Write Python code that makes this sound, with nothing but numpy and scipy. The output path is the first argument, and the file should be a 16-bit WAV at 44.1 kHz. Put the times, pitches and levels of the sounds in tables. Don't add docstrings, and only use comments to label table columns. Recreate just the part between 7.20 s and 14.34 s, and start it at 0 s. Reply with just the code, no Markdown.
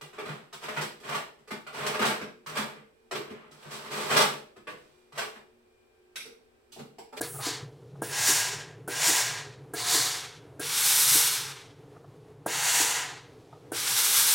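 import sys
import numpy as np
from scipy import signal
from scipy.fft import rfft, irfft
from scipy.io import wavfile
from scipy.ndimage import uniform_filter1d

SR = 44100
rng = np.random.default_rng(int(sys.argv[2]) if len(sys.argv) > 2 else 0)


def put_to_file(sound):
    columns = np.atleast_2d(sound).T
    safe = np.clip(columns, -1, 1)
    whole_steps = np.round(safe * 32767)
    wavfile.write(sys.argv[1], SR, whole_steps.astype(np.int16))


N = 314874
TIME = np.arange(N) / SR
FREQS = np.maximum(np.fft.rfftfreq(N, 1 / SR), 1)


def undb(db):
    return 10 ** (np.asarray(db) / 20)


def curve(rows):
    return np.interp(TIME, *np.transpose(rows))


def spectrum(points):
    hz, db = np.transpose(points)
    return undb(np.interp(np.log(FREQS), np.log(hz), db))


def resonance(hz, width_hz):
    return 1 / (1 + ((FREQS / hz - hz / FREQS) * hz / width_hz) ** 2)


def noise(gain):
    x = irfft(rfft(rng.standard_normal(N)) * gain, N)
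    return x / x.std()


def wander(rate_hz):
    return noise(1 / (1 + (FREQS / rate_hz) ** 4))


def fade(t, t60):
    return np.exp(-np.log(1000) * t / t60)


def add(track, start_s, sound):
    part = track[max(int(start_s * SR), 0):][:len(sound)]
    part += sound[:len(part)]


# centre_hz, width_hz, level_db
DRONE_BANDS = [(116, 17, 1.5), (143, 22, 2)]
# time_s, level_db
DRONE_LEVEL = [(0, -50.5), (1.9, -49.5), (3.9, -57.5), (7.14, -57.5)]
# pitch_hz, level_db
HUM_TONES = [(143.5, -68.5)]
# frequency_hz, level_db
ROOM_SPECTRUM = [(20, -22.5), (45, -15.5), (75, -12), (110, -3.5), (160, -3), (220, -18.5), (288, -3),
                 (340, -10), (430, -0.5), (560, -14.5), (760, -13.5), (1200, -21.5), (2200, -29.5),
                 (5000, -39), (10000, -40.5), (16000, -51.5)]
def hum(room_db=-54, whirr_db=-5):
    level_db = curve(DRONE_LEVEL)
    flutter_db = 2.2 * wander(9)
    drone = noise(sum(undb(db) * resonance(hz, width) for hz, width, db in DRONE_BANDS))
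    drone *= undb(level_db + flutter_db)
    drifting_s = np.cumsum(1 + 0.0033 * wander(4.2)) / SR
    tones = sum(np.sqrt(2) * undb(db + 2 * wander(3.09)) * np.sin(2 * np.pi * hz * drifting_s)
                for hz, db in HUM_TONES)
    whirr = noise(resonance(hz=420, width_hz=110)) * undb(level_db + whirr_db + 1.8 * wander(10))
    air = noise(spectrum(ROOM_SPECTRUM)) * undb(room_db + 1.4 * wander(6.3))
    return drone + tones + whirr + air


# open_s, shut_s, jet_wait_s, fill_s, drain_s, spit_delay_s, spit_db,
# peak_flow_db, rush_db, tick_db, pop_db, opening_knock_db, shutting_knock_db
BURSTS = [(.008, 0.266, .188, 0.07, 0.32, 0.031, -4.5, -8, 0, -27, -24, -25.5, -27.5),
          (.8178, 1.087, 0.059, 0.22, 0.67, .036, -13.5, -1, -1, -43, -19, -27.5, -26),
          (1.676, 1.884, 0.063, 0.085, 0.7, 0.063, -8.5, -1.08, 0.15, -43.5, -28, -26, -25),
          (2.5352, 2.743, 0.097, 0.038, 0.71, 0.071, -4.5, -1.9, -0.5, -38, -30, -27.5, -26.5),
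          (3.394, 3.949, 0.053, 0.092, 0.84, 0.058, -7, -0.25, -0.3, -39, -44, -28.5, -29),
          (5.26, 5.602, 0.038, 0.072, 0.67, 0.053, -6, -1, 1.5, -35.5, -15.5, -26.5, -28.5),
          (6.5172, 7.3, .005, 0.14, .9, 0.054, -6.5, -.5, 0, -46, -26.5, -29, -49)]
# pitch_hz, t60_s, opening_db, shutting_db
KNOCK_MODES = [(288.2, 0.28, -10.5, -3.5), (338.2, 0.053, 6, 7.5), (392, 0.0856, -19, -5),
               (431.8, 0.25, -1.5, -3), (484.4, 0.41, -12, -12), (667, 0.078, -2.5, -23.5),
               (757, 0.12, -7, -4), (1433, 0.15, -9.5, -18), (1684, 0.13, -1.5, -33),
               (1920, 0.075, -16, -45)]
def valve_knocks(pop_hz=540, pop_delay_s=0.0041, open_rise_s=0.0027, shut_rise_s=0.0032,
                 ring_db=-5, shell_hz=170, detune=0.02, flat_share=0.0825, settle_s=0.018):
    out, t = np.zeros(N), np.arange(SR // 3) / SR
    swing = 2 * np.pi * pop_hz * (t - pop_delay_s)
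    pop = swing * np.exp((1 - swing ** 2) / 2)
    warped_s = t - flat_share * settle_s * (1 - np.exp(-t / settle_s))
    hz, t60, open_db, shut_db = np.transpose(KNOCK_MODES)
    for opens, shuts, *_, pop_db, open_knock_db, shut_knock_db in BURSTS:
        mode_hz = hz * (1 + detune * rng.standard_normal(len(hz)))
        phase = rng.uniform(0, 2 * np.pi, (len(hz), 1))
        rings = np.sin(2 * np.pi * np.outer(mode_hz, warped_s) + phase) * fade(t, t60[:, None])
        add(out, opens, undb(pop_db) * pop)
        add(out, opens, undb(open_db + open_knock_db + ring_db) @ rings * (1 - np.exp(-t / open_rise_s)))
        add(out, shuts, undb(shut_db + shut_knock_db + ring_db) @ rings * (1 - np.exp(-t / shut_rise_s)))
    return signal.sosfilt(signal.butter(1, shell_hz, "high", fs=SR, output="sos"), out)


# frequency_hz, level_db
VALVE_SPECTRUM = [(300, -24.5), (1300, -7.5), (1600, -5), (2000, -10), (4000, -16), (7000, -7), (8500, 0),
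                  (10000, 3.5), (12300, -7), (14300, -8.5), (16000, 0)]
def valve_hiss(hiss_db=-40, rise_s=0.0024, spurt=0.49, spurt_t60=0.098, closing_t60=0.15):
    envelope = np.zeros(N)
    for opens, shuts, *_ in BURSTS:
        age = np.maximum(TIME - opens, 0)
        onset = np.minimum(age / rise_s, 1) * (1 + spurt * fade(age, spurt_t60))
        envelope += onset * fade(np.maximum(TIME - shuts, 0), closing_t60)
    return envelope * noise(spectrum(VALVE_SPECTRUM)) * undb(hiss_db)


def valve_ticks(lag_s=0.008, width_s=0.0031):
    envelope = sum(undb(tick_db) * np.exp(-((TIME - opens - lag_s) / width_s) ** 2)
                   for opens, *_, tick_db, _, _, _ in BURSTS)
    return envelope * noise(resonance(hz=9500, width_hz=9000))


def steam_flow(sag_db_per_s=8.5, drain_power=2.265, surge_lag_s=0.004, surge_width_s=0.038):
    flow_db, rush_db = np.full(N, -120.), np.zeros(N)
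    for opens, shuts, wait_s, fill_s, drain_s, spit_s, spit_db, peak_db, burst_rush_db, *_ in BURSTS:
        now = TIME >= opens
        age, since_shut = TIME[now] - opens, np.maximum(TIME[now] - shuts, 0)
        spit = undb(spit_db) * (age / spit_s * np.exp(1 - age / spit_s)) ** 2
        fill = 1 - np.exp(-np.maximum(age - since_shut - wait_s, 0) / fill_s)
        swell_db = 20 * np.log10(np.hypot(spit, fill / fill.max()) + 1e-6)
        push = np.exp(-((TIME[now] - shuts - surge_lag_s) / surge_width_s) ** 2)
        surge_db = 0.83 * push / undb(peak_db)
        drop_db = sag_db_per_s * since_shut + 60 * (since_shut / drain_s) ** drain_power
        flow_db[now] = peak_db + swell_db + surge_db - drop_db
        rush_db[now] = burst_rush_db
    return flow_db, rush_db


# frequency_hz, level_db
JET_SPECTRUM = [(100, -35), (300, -26.5), (550, -23.5), (800, -5), (1250, -5), (1700, -2.5), (2700, -4.5),
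                (4200, -0.04), (7000, 5), (9500, 2.5), (12000, -1.5), (15500, -6.5)]
def jet(flow_db, rush_db, jet_db=-22, rush_hz=2900, treble_hz=7600):
    hiss = rfft(noise(spectrum(JET_SPECTRUM)))
    low = 1 / (1 + (FREQS / rush_hz) ** 4)
    high = 1 / (1 + (treble_hz / FREQS) ** 4)
    rush = irfft(hiss * low, N) * undb(0.92 * flow_db + rush_db + 3.5)
    core = irfft(hiss * (1 - low - high), N) * undb(1.467 * flow_db)
    treble = irfft(hiss * high, N) * undb(2.96 * flow_db + 1)
    flutter_db = wander(21)
    return (rush + core + treble) * undb(jet_db + flutter_db)


# centre_hz, width_hz, level_db
CHANNEL_BANDS = [(1545, 160, -5), (1946, 46, -3), (2225, 72, -2), (2854, 47, 2), (3437, 89, -0.5),
                 (3720, 99, -2.5), (4380, 120, 1.5), (5210, 61, -2), (5715, 450, 0), (6340, 102, -5.5),
                 (8270, 300, -14)]
def sole_channels(flow_db, channels_db=-34.5, flow_power=1.44):
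    channels = noise(sum(undb(db) * resonance(hz, width) for hz, width, db in CHANNEL_BANDS))
    return channels * undb(channels_db + flow_power * flow_db)


# start_s, level_db
BUMPS = [(.078, -52), (.14, -32), (0.425, -28), (0.665, -37), (0.733, -34), (0.79, -32), (2.384, -37),
         (3.911, -32.5), (4.256, -35)]
def board_bumps(board_hz=138, t60=0.15, rise_s=0.0089):
    out, t = np.zeros(N), np.arange(SR // 3) / SR
    boom = np.sin(2 * np.pi * board_hz * t) * fade(t, t60) * (1 - np.exp(-t / rise_s))
    for start_s, db in BUMPS:
        add(out, start_s, undb(db) * boom)
    return out


# start_s, length_s, level_db
SCUFFS = [(.138, .035, -45), (.182, .04, -41), (.753, .012, -51), (4.762, .01, -46.5), (4.839, .018, -52),
          (6.326, .012, -46), (6.345, .04, -57)]
def scuffs():
    contact = np.zeros(N)
    for start_s, length_s, db in SCUFFS:
        add(contact, start_s, undb(db) * np.hanning(int(length_s * SR)) ** 0.5)
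    rub = noise(resonance(730, 230) + 0.45 * resonance(1230, 280) + 0.009 * resonance(3000, 3000))
    return contact * rub


# start_s, end_s, place_reached, friction_db
SLIDES = [(.4, 0.904, "left", -72), (2.107, 2.502, "middle", -89.5), (2.794, 3.25, "right", -73.5),
          (4.5, 5.201, "corner", -75), (5.85, 6.203, "middle", -70), (6.2, 6.515, "right", -69.5)]
def glide(ease_s=0.22):
    friction = sum(undb(db) * ((TIME >= start) & (TIME < end)) for start, end, _, db in SLIDES)
    envelope = uniform_filter1d(friction, int(ease_s * SR))
    return noise(resonance(hz=3300, width_hz=5000)) * envelope * undb(wander(20))


# centre_hz, width_hz, gain_db
LEFT_PATH = [(480, 230, 15.5), (1030, 135, 6.5), (1122, 120, -6), (1627, 46, 7.5), (1870, 210, 2.5),
             (2670, 450, 2), (3740, 2500, 1), (5540, 207, 2), (7100, 430, 2.5), (11600, 1720, -2)]
MIDDLE_PATH = [(413, 220, 16.5), (630, 42, 0.5), (730, 25, 9.5), (1026, 65, 5), (1302, 51, 5.5),
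               (1410, 88, -5), (2700, 400, -2.5), (4400, 930, 5), (5300, 640, -2), (13700, 5400, -2)]
RIGHT_PATH = [(470, 99, 10.5), (730, 100, -1.5), (713, 50, -4.5), (1026, 320, -2.5), (1840, 270, -3.5),
              (2460, 130, -0.5), (3660, 520, 2.5), (4640, 58, -3.5), (6970, 840, -3), (12400, 2460, 3.5)]
CORNER_PATH = [(486, 77, 13.5), (594, 49, 2.5), (704, 110, 4.5), (960, 99, 5), (1130, 73, -6),
               (2420, 500, 8), (2360, 260, -9), (5260, 340, -3.5), (7200, 1200, 2), (13200, 7600, -3.6)]
def path_colour(source, start_place="middle"):
    paths = {"left": LEFT_PATH, "middle": MIDDLE_PATH, "right": RIGHT_PATH, "corner": CORNER_PATH}
    heard = {}
    for place, path in paths.items():
        gain_db = sum(db * np.exp(-((FREQS - hz) / width) ** 2) for hz, width, db in path)
        heard[place] = irfft(rfft(source) * undb(gain_db), N)
    out = heard[start_place]
    for start, end, place, _ in SLIDES:
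        out = out + curve([(start, 0), (end, 1)]) * (heard[place] - out)
    return out


def walls(x, wet_db, t60=0.25, first_echo_s=0.00415):
    t = np.arange(SR // 3) / SR
    tail = rng.standard_normal(len(t)) * fade(t, t60) * (t > first_echo_s)
    return x + undb(wet_db) * signal.fftconvolve(x, tail / np.linalg.norm(tail))[:N]


def scene():
    flow_db, rush_db = steam_flow()
    sole = path_colour(jet(flow_db, rush_db) + sole_channels(flow_db))
    steam = walls(sole + valve_hiss() + valve_ticks(), wet_db=-14)
    contacts = walls(valve_knocks() + board_bumps() + scuffs() + glide(), wet_db=-8)
    return np.tile(steam + contacts + hum(), (2, 1))


def record(dry):
    cutoff_hz = 15900
    return signal.sosfilt(signal.ellip(12, 0.1, 80, cutoff_hz, fs=SR, output="sos"), dry)


dry = scene()
out = record(dry)
put_to_file(out)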